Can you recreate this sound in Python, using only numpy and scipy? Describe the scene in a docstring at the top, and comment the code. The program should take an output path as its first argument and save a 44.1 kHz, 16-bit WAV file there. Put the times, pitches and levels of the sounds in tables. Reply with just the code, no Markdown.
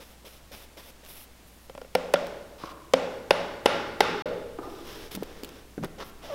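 """Pegging a boot sole

A shoemaker sets wooden pegs with light taps, then hammers them into a boot on an iron last (a metal
foot). The blows harden as a peg goes home and echo through the workshop; a limiter holds their peaks.
Around them a tool catches and scrapes, hands rub and bump the boot, pegs tick and leather squeaks."""
import sys
import numpy as np
from scipy import signal
from scipy.fft import rfft, irfft, next_fast_len
from scipy.io import wavfile
from scipy.ndimage import uniform_filter1d, minimum_filter1d

SR = 44100
rng = np.random.default_rng(int(sys.argv[2]) if len(sys.argv) > 2 else 0)


def int16_out(signal):
    """Quantize to a 16-bit WAV file."""
    q = np.round(np.clip(np.atleast_2d(signal).T, -1, 1) * 32767)
    wavfile.write(sys.argv[1], SR, q.astype(np.int16))


N = 279594


def undb(db):
    """Turn decibels into a gain to multiply by."""
    return 10 ** (np.asarray(db) / 20)


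def seconds(length):
    """The time of each sample in a sound this long."""
    return np.arange(max(int(length * SR), 8)) / SR


def add(track, start, sound):
    """Mix a sound into a track at a start time in seconds."""
    i = int(np.clip(start * SR, 0, N - 1))
    track[i:i + len(sound)] += sound[:N - i]


def between(ends, share):
    """A value part of the way from one end to the other."""
    return np.interp(share, (0, 1), ends)


def colour(x, spectrum):
    """Set a sound's balance of bass and treble from rows of f/Hz, level/dB."""
    hz, db = np.transpose(spectrum)
    size = next_fast_len(len(x))
    f = np.maximum(np.fft.rfftfreq(size, 1 / SR), 1)
    gain = undb(np.interp(np.log(f), np.log(hz), db))
    return irfft(rfft(x, size) * gain, size)[:len(x)]


def noise(spectrum, size=N):
    """Coloured noise with a typical swing of 1."""
    y = colour(rng.standard_normal(size), spectrum)
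    return y / y.std()


def wander(rate):
    """Drift between random values, rate of them each second."""
    knots = rng.standard_normal(4096)
    return np.interp(np.arange(N) / SR * rate, np.arange(len(knots)), knots)


def ring(t, hz, t60):
    """One struck tone; t60 is the seconds it takes to fade by 60 dB."""
    return np.sin(2 * np.pi * hz * t) * np.exp(-np.log(1000) * t / t60)


def struck(t, tones, detune=0.0095, scatter_db=2.5):
    """An object's tones, neighbours swinging opposite ways; no two blows land on the same spot."""
    chance = rng.standard_normal((len(tones), 2))
    return sum((-1) ** k * undb(db + scatter_db * louder) * ring(t, hz * (1 + detune * higher), t60)
               for k, ((hz, db, t60), (louder, higher)) in enumerate(zip(tones, chance)))


def burst(t, spectrum, fade_s):
    """A short crunch of noise as two things meet."""
    return noise(spectrum, size=len(t)) * np.exp(-t / fade_s)


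def contact(t, edge_s=0.001, edge_share=0.12):
    """Fade a touch in and out; longer touches ease in more slowly."""
    return np.clip(np.minimum(t, t[-1] - t) / (edge_s + edge_share * t[-1]), 0, 1)


# colour of the room's steady noise: f/Hz, level/dB
AIR_COLOUR = [(20, 0.5), (45, -13.5), (104, -10.5), (222, -10), (434, -16), (574, -14.5), (1260, -21),
              (2390, -22.5), (6910, -27.5), (12100, -30), (16000, -32.5)]
# the bench rumbles as the work is moved about: t/s, level/dB
RUMBLE_LEVELS = [(0, -74), (3.9, -66), (4.5, -51.5), (6.34, -54)]
# colour of that rumble: f/Hz, level/dB
RUMBLE_COLOUR = [(8, 5), (22, 14), (45, -18), (90, -8), (200, -15), (1000, -67)]

def background(air_db=-53.5, hum_db=-57.5, hum_hz=59.7):
    """Quiet room noise, a mains hum and the rumble of the bench."""
    t = np.arange(N) / SR
    rumble = undb(np.interp(t, *np.transpose(RUMBLE_LEVELS))) * noise(RUMBLE_COLOUR)
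    air = undb(air_db + 0.14 * wander(5.52)) * noise(AIR_COLOUR)
    hum = undb(hum_db + 0.41 * wander(8.4)) * np.sqrt(2) * np.sin(2 * np.pi * hum_hz * t)
    return air + hum + rumble


# the workshop's echo, band by band: f/Hz, level/dB, t60/s
ECHO_BANDS = [(89, -0.5, 3.9), (155, -1.5, 1.48), (370, 2, 1.61), (550, 4, 1.1), (1160, 5, 1.07),
              (2000, 5, 1.01), (3830, -1.5, 1.12), (6170, -2.5, 0.86), (9900, -9.5, 0.2), (16000, -37, .35)]

def workshop_echo(sound, build_s=0.02):
    """Echoes from the walls blur together, build up, then die away, the treble first."""
    t = seconds(1.5)
    hz, levels, fades = np.transpose(ECHO_BANDS)
    white = rfft(rng.standard_normal(len(t)))
    log_f = np.log(np.maximum(np.fft.rfftfreq(len(t), 1 / SR), 1))
    bands = [irfft(white * np.interp(log_f, np.log(hz), share), len(t)) for share in np.eye(len(hz))]
    build = 1 - np.exp(-t / build_s)
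    fall = -np.log(1000) * t
    tail = build * sum(undb(db) * band * np.exp(fall / t60) for band, db, t60 in zip(bands, levels, fades))
    return signal.fftconvolve(sound, tail / np.linalg.norm(build * np.exp(fall)))[:N]


# the low body of rubbed leather: multiple of its pitch, level/dB
BODY_COLOUR = [(.15, -3), (.5, -4.5), (1, 5), (1.5, -5.5), (2.8, -9), (4.5, -9.5), (11, -52)]
# its rough rasp: f/Hz, level/dB
RASP_COLOUR = [(600, -0.5), (1700, -3.5), (2700, -0.5), (3600, 1.5), (4400, -5), (5400, -1), (7000, -12.5),
               (12000, -20)]
# its thin hiss: f/Hz, level/dB
HISS_COLOUR = [(3000, -25), (7000, -12.5), (10000, -0.5), (12500, 2), (16000, -3.5)]

def stroke(length, pressure, body_hz, swell=0.13):
    """One slide over leather; pressing harder brings out the body and mutes the hiss."""
    t = seconds(length)
    body = [(body_hz * multiple, db) for multiple, db in BODY_COLOUR]
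    body_db, hiss_db = between((-20, 11.5), pressure), between((6.5, -17.5), pressure)
    voices = [(body, body_db), (RASP_COLOUR, 0), (HISS_COLOUR, hiss_db)]
    sound = sum(undb(db) * noise(spectrum, size=len(t)) for spectrum, db in voices)
    return sound * contact(t) * (1 + swell * (np.sin(np.pi * t / t[-1]) - .5))


# quick, even scrapes of a tool over the sole: t/s, level/dB
SCRAPES = [(0, -54.5), (.246, -52), (.514, -49.5), (.769, -50.5), (1.032, -56)]
# free strokes of the hand: start/s, end/s, level/dB, pressure/0-1, body f/Hz
STROKES = [(1.065, 1.262, -55, 0.09, 553), (1.446, 1.683, -69.5, 0, 550), (2.576, 2.732, -53, 0.81, 1120),
           (4.599, 4.884, -55.5, 0.69, 330), (4.843, 5.099, -49, 0.67, 419),
           (5.108, 5.169, -43.5, 0.42, 490), (5.157, 5.654, -57.5, 0.8, 420),
           (5.824, 5.863, -49, 0.96, 496), (5.979, 6.043, -52.5, 0.91, 500), (5.998, 6.042, -53.5, 1, 1170),
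           (6.036, 6.11, -57, 0.33, 900), (6.214, 6.373, -51, 0.79, 704)]

def rubbing(bite_s=0.043, slide_s=0.15, scrape_hz=527, grain_db=1.5, grain_rate=550, pressure_db=1.8):
    """Tools bite and slide, hands stroke the leather; both catch on its grain."""
    out = np.zeros(N)
    for start, db in SCRAPES:
        landing = ring(seconds(bite_s), scrape_hz, t60=.04)  # the tool sets the sole ringing
        add(out, start, undb(db + 9.5) * landing)
        add(out, start, undb(db) * stroke(bite_s, pressure=0.61, body_hz=scrape_hz))
        add(out, start, undb(db - 5.5) * stroke(slide_s, pressure=0.35, body_hz=scrape_hz))
    for start, end, db, pressure, body_hz in STROKES:
        add(out, start, undb(db) * stroke(end - start, pressure, body_hz))
    return out * undb(grain_db * wander(grain_rate) + pressure_db * wander(35))


# the boot shifts on the last: start/s, end/s, level/dB, f/Hz
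JUDDERS = [(5.149, 5.232, -37, 186.3), (5.78, 5.865, -36, 211.8)]

def judder(uneven=0.27):
    """The boot sticks and slips on the last in slow, uneven cycles."""
    out = np.zeros(N)
    for start, end, db, hz in JUDDERS:
        t = seconds(end - start)
        phase = 2 * np.pi * hz * np.cumsum(1 + uneven * wander(257)[:len(t)]) / SR
        add(out, start, undb(db) * contact(t) * np.sin(phase))
    return out * undb(3.5 * wander(130))


# the course of the squeak: t/s, f/Hz, level/dB
SQUEAK_PATH = [(6.285, 637, -65), (6.3, 634, -29), (6.322, 564, -26.5), (6.34, 563, -29.5)]
# the tones in it: multiple of its pitch, level/dB
SQUEAK_TONES = [(1, -3), (2, -17), (3, -29)]

def squeak(jitter=0.035):
    """Leather sticks and slips so fast that it makes a short falling note."""
    times, hz, db = np.transpose(SQUEAK_PATH)
    t = np.arange(N) / SR
    pitch = np.interp(t, times, hz) * (1 + jitter * wander(400))
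    phase = 2 * np.pi * np.cumsum(pitch) / SR
    note = sum(undb(tone_db) * np.sin(multiple * phase) for multiple, tone_db in SQUEAK_TONES)
    return note * undb(np.interp(t, times, db, left=-200) + 2.1 * wander(120))


# small dry clicks, from a tool catching as a scrape starts and from loose pegs ticking: t/s, level/dB
CLICKS = [(.518, -39), (.773, -43), (1.05, -40), (1.062, -36), (2.269, -33), (5.1516, -21.5), (5.233, -30),
          (5.435, -26.5), (5.4466, -25.5), (5.491, -35), (5.846, -28)]
# colour of a click: f/Hz, level/dB
CLICK_COLOUR = [(400, -10), (1500, 6), (3500, 9), (7000, -3), (13000, 1.5), (16000, 1.5)]

def dry_clicks(count=3, mean_gap_s=0.0039, bounce_db=-9):
    """A tool catches or a loose peg ticks: a tiny click with quick, fading bounces."""
    out, t = np.zeros(N), seconds(0.038)
    for start, db in CLICKS:
        gap = mean_gap_s * (.5 + rng.random())
        for bounce in range(count):
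            tick = burst(t, CLICK_COLOUR, fade_s=0.00075)
            add(out, start + bounce * gap, undb(db + bounce * bounce_db) * tick)
    return out


# bumps of the boot and tools: t/s, level/dB, f/Hz, share sent to the room/dB
BUMPS = [(2.637, -20, 1096, -5), (4.587, -16, 370, -1), (5.149, -24.5, 315.7, -16),
         (5.174, -25.5, 260, -29), (5.225, -21, 412, -12), (5.432, -25, 384, -10.5),
         (5.779, -19.5, 330, -10.5), (5.837, -14.5, 375, -29), (5.853, -25, 171, -25)]
# colour of a bump's scuff: f/Hz, level/dB
SCUFF_COLOUR = [(40, -20), (140, -2), (300, 12.5), (800, -2), (1400, -6.5), (2200, -20.5), (6000, -38),
                (16000, -48)]

def bumps(soft_s=0.00048, scuff_db=-9.5):
    """Soft knocks: one short tone that swells in, and a dull scuff."""
    direct, to_room, t = np.zeros(N), np.zeros(N), seconds(0.37)
    for start, db, hz, room_db in BUMPS:
        tone = ring(t, hz, t60=0.015) * (1 - np.exp(-t / soft_s))
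        scuff = undb(scuff_db) * burst(t, SCUFF_COLOUR, fade_s=0.0066)
        bump = undb(db) * (tone + scuff)
        add(direct, start, bump)
        add(to_room, start, undb(room_db) * bump)
    return direct, to_room


# long tones of the iron stand: f/Hz, level/dB, t60/s
STAND_TONES = [(1550, 9.5, 0.48), (1900, -11, 1.3), (2890, 5.5, 0.88), (3040, 1, 1.2), (3780, -17, 0.79),
               (3720, 7.5, 0.53)]

def stand_ring(hit_db, depth):
    """The stand rings on faintly, more as the peg's depth goes from 0 (sticking out) to 1 (flush)."""
    return undb(hit_db + between((-66, -44), depth)) * struck(seconds(1), STAND_TONES, detune=0.0023)


# how strongly the hammer head rings: peg depth/0-1, level/dB
HEAD_LEVELS = [(.3, -76), (.62, -47), (.88, -48), (.97, -60)]

def head_ring(t, hit_db, depth):
    """The steel head rings most as the peg comes flush, then the leather damps it."""
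    return undb(hit_db + np.interp(depth, *np.transpose(HEAD_LEVELS))) * ring(t, hz=10408, t60=0.31)


# tones of the iron last: f/Hz, level/dB, t60/s
LAST_TONES = [(1027, 13, 0.011), (1386, 4, 0.036), (1820, -14, 0.043), (2116, -12, 0.03), (2520, -9, 0.012),
              (3070, -5.5, 0.01), (3470, 2.5, 0.013), (5130, -4.5, 0.013)]

def last_clank(t, hit_db, depth):
    """The iron last clanks briefly under the sole."""
    return undb(hit_db + between((-23, -20), depth)) * struck(t, LAST_TONES)


# low tones of the hollow boot: f/Hz, level/dB, t60/s
BOOT_TONES = [(178.2, -27, 0.33), (267, -27.5, 0.29), (389, -12.5, 0.027)]

def sole_thump(t, force_db, hit_db, depth, sole_hz, give_s=0.0015):
    """The sole flexes along and across; a harder knock takes over as the peg sinks."""
    along = ring(t, sole_hz, t60=between((0.053, 0.026), depth))
    across = undb(-5) * ring(t, 1.26 * sole_hz, t60=0.031)
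    give = 1 - np.exp(-t / give_s)  # leather gives before it springs back
    sole = undb(force_db + between((-4, -9.5), depth)) * (across - along + struck(t, BOOT_TONES)) * give
    knock = undb(hit_db + between((-11, -2.5), depth)) * ring(t, between((740, 834), depth), t60=0.023)
    return sole - knock


def wall_pulse(t, spectrum):
    """Summed over all directions, a sharp noise reaches the walls as one smooth pulse."""
    return colour(signal.unit_impulse(len(t), idx=64), spectrum)


# colour of the first snap: f/Hz, level/dB
SNAP_COLOUR = [(400, 8.5), (1500, -14), (4500, -12), (7000, 1.5), (10000, 3.5), (13000, -15), (16000, -15)]

def peg_snap(t, force_db, hit_db, depth, room_db=10):
    """Steel snaps brightly on a peg that sticks out; light taps make a duller contact."""
    gain = undb(hit_db + between((-7, -19.5), depth) + .35 * force_db)
    return gain * burst(t, SNAP_COLOUR, fade_s=0.0003), gain * undb(room_db) * wall_pulse(t, SNAP_COLOUR)


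# colour of the peg's crack: f/Hz, level/dB
CRACK_COLOUR = [(150, -11), (500, 17), (1200, -0.5), (2500, 5), (4000, -4), (5500, -5), (7000, -24.5),
                (11000, -20.5), (16000, -32)]
# the same crack as it spreads in all directions: f/Hz, level/dB
SPREAD_COLOUR = [(80, 5), (220, 5.5), (400, 6.5), (750, 6), (1300, 4.5), (3000, -2.5), (5300, -5),
                 (7000, -15.5), (11000, -23), (16000, -26)]

def peg_crack(t, hit_db, depth, crush_s=0.0046, splinter_db=-23, splinter_s=0.11, room_db=25):
    """The peg is crushed into its hole: a short crack with a faint splintering tail."""
    gain = undb(hit_db + between((-16.5, -6), depth))
    crush = np.exp(-(t / crush_s) ** 2) + undb(splinter_db) * np.exp(-t / splinter_s)
    crack = noise(CRACK_COLOUR, size=len(t)) * crush
    return gain * crack, gain * undb(room_db) * wall_pulse(t, SPREAD_COLOUR)


# hammer blows: t/s, force/dB, sole f/Hz, peg depth/0-1, hardness of the contact/dB
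BLOWS = [(1.697, -30.5, 536, 0.18, 2), (1.751, -32, 574, 0, 4.5), (1.778, -27, 548, 0.2, -0.5),
         (1.8152, -25, 498, 0.3, -4.5), (1.847, -32.5, 530, 0.2, -5), (1.952, -2.5, 513, 0.14, 0.5),
         (2.139, 0, 578, 0.29, -1.5), (2.9369, 2, 520.4, 0.28, -1.5), (3.3077, 0.5, 573, 0.72, -2.5),
         (3.659, -1, 570, 0.82, 1.5), (4.0061, 1.5, 438, 0.9, -2.5), (4.227, 3.5, 492, 0.9, -25)]

def hammer(snap_lead_s=.0007, rebound_at_s=2.158, low_cut_hz=115):
    """Each blow drives the peg, thumps the sole and rings the last, its stand and the hammer head."""
    direct, to_room, t = np.zeros(N), np.zeros(N), seconds(.3)
    for start, force_db, sole_hz, depth, hard_db in BLOWS:
        hit_db = force_db + hard_db
        thump = sole_thump(t, force_db, hit_db, depth, sole_hz)
        clank = last_clank(t, hit_db, depth)
        snap, room_snap = peg_snap(t, force_db, hit_db, depth)
        crack, room_crack = peg_crack(t, hit_db, depth)
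        add(direct, start - snap_lead_s, snap)  # steel meets the peg before the sole takes the load
        add(direct, start, thump + clank + crack + head_ring(t, hit_db, depth))
        add(direct, start, stand_ring(hit_db, depth))
        spread = undb(-1.5) * thump + undb(-4) * clank + room_snap + room_crack
        # heavy blows shake the whole stand and fill the room
        add(to_room, start, undb(between((-13, -7.5), depth) + .3 * force_db) * spread)
    # the hammer bounces once and clips the last, ringing only its middle tones
    add(direct, rebound_at_s, undb(-26) * struck(t, LAST_TONES[1:-1]))
    # the blows carry no deep bass
    return signal.sosfilt(signal.butter(2, low_cut_hz, "high", fs=SR, output="sos"), [direct, to_room])


def scene(handling_room_db=-13):
    """All the bench work, with its echo and the room's quiet noise."""
    blows, room_blows = hammer()
    thumps, room_thumps = bumps()
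    handling = rubbing() + dry_clicks() + judder() + squeak()
    echoes = workshop_echo(room_blows + room_thumps + undb(handling_room_db) * handling)
    return (blows + thumps + handling + echoes + background())[None]


def record(dry, ceiling=.62, gap_s=(4.222, 4.258), top_hz=15700):
    """A fast limiter turns down the peaks; the sound cuts out for an instant; the top treble is cut."""
    headroom = np.minimum(1, ceiling / (np.abs(dry) + 1e-9))
    gain = uniform_filter1d(minimum_filter1d(headroom, size=13), size=13)
    t = np.arange(N) / SR
    sound_on = uniform_filter1d(1. * ((t < gap_s[0]) | (t > gap_s[1])), size=40)
    treble_cut = signal.ellip(8, .2, 70, top_hz, fs=SR, output="sos")
    return signal.sosfilt(treble_cut, dry * gain * sound_on)


dry = scene()
out = record(dry)
int16_out(out)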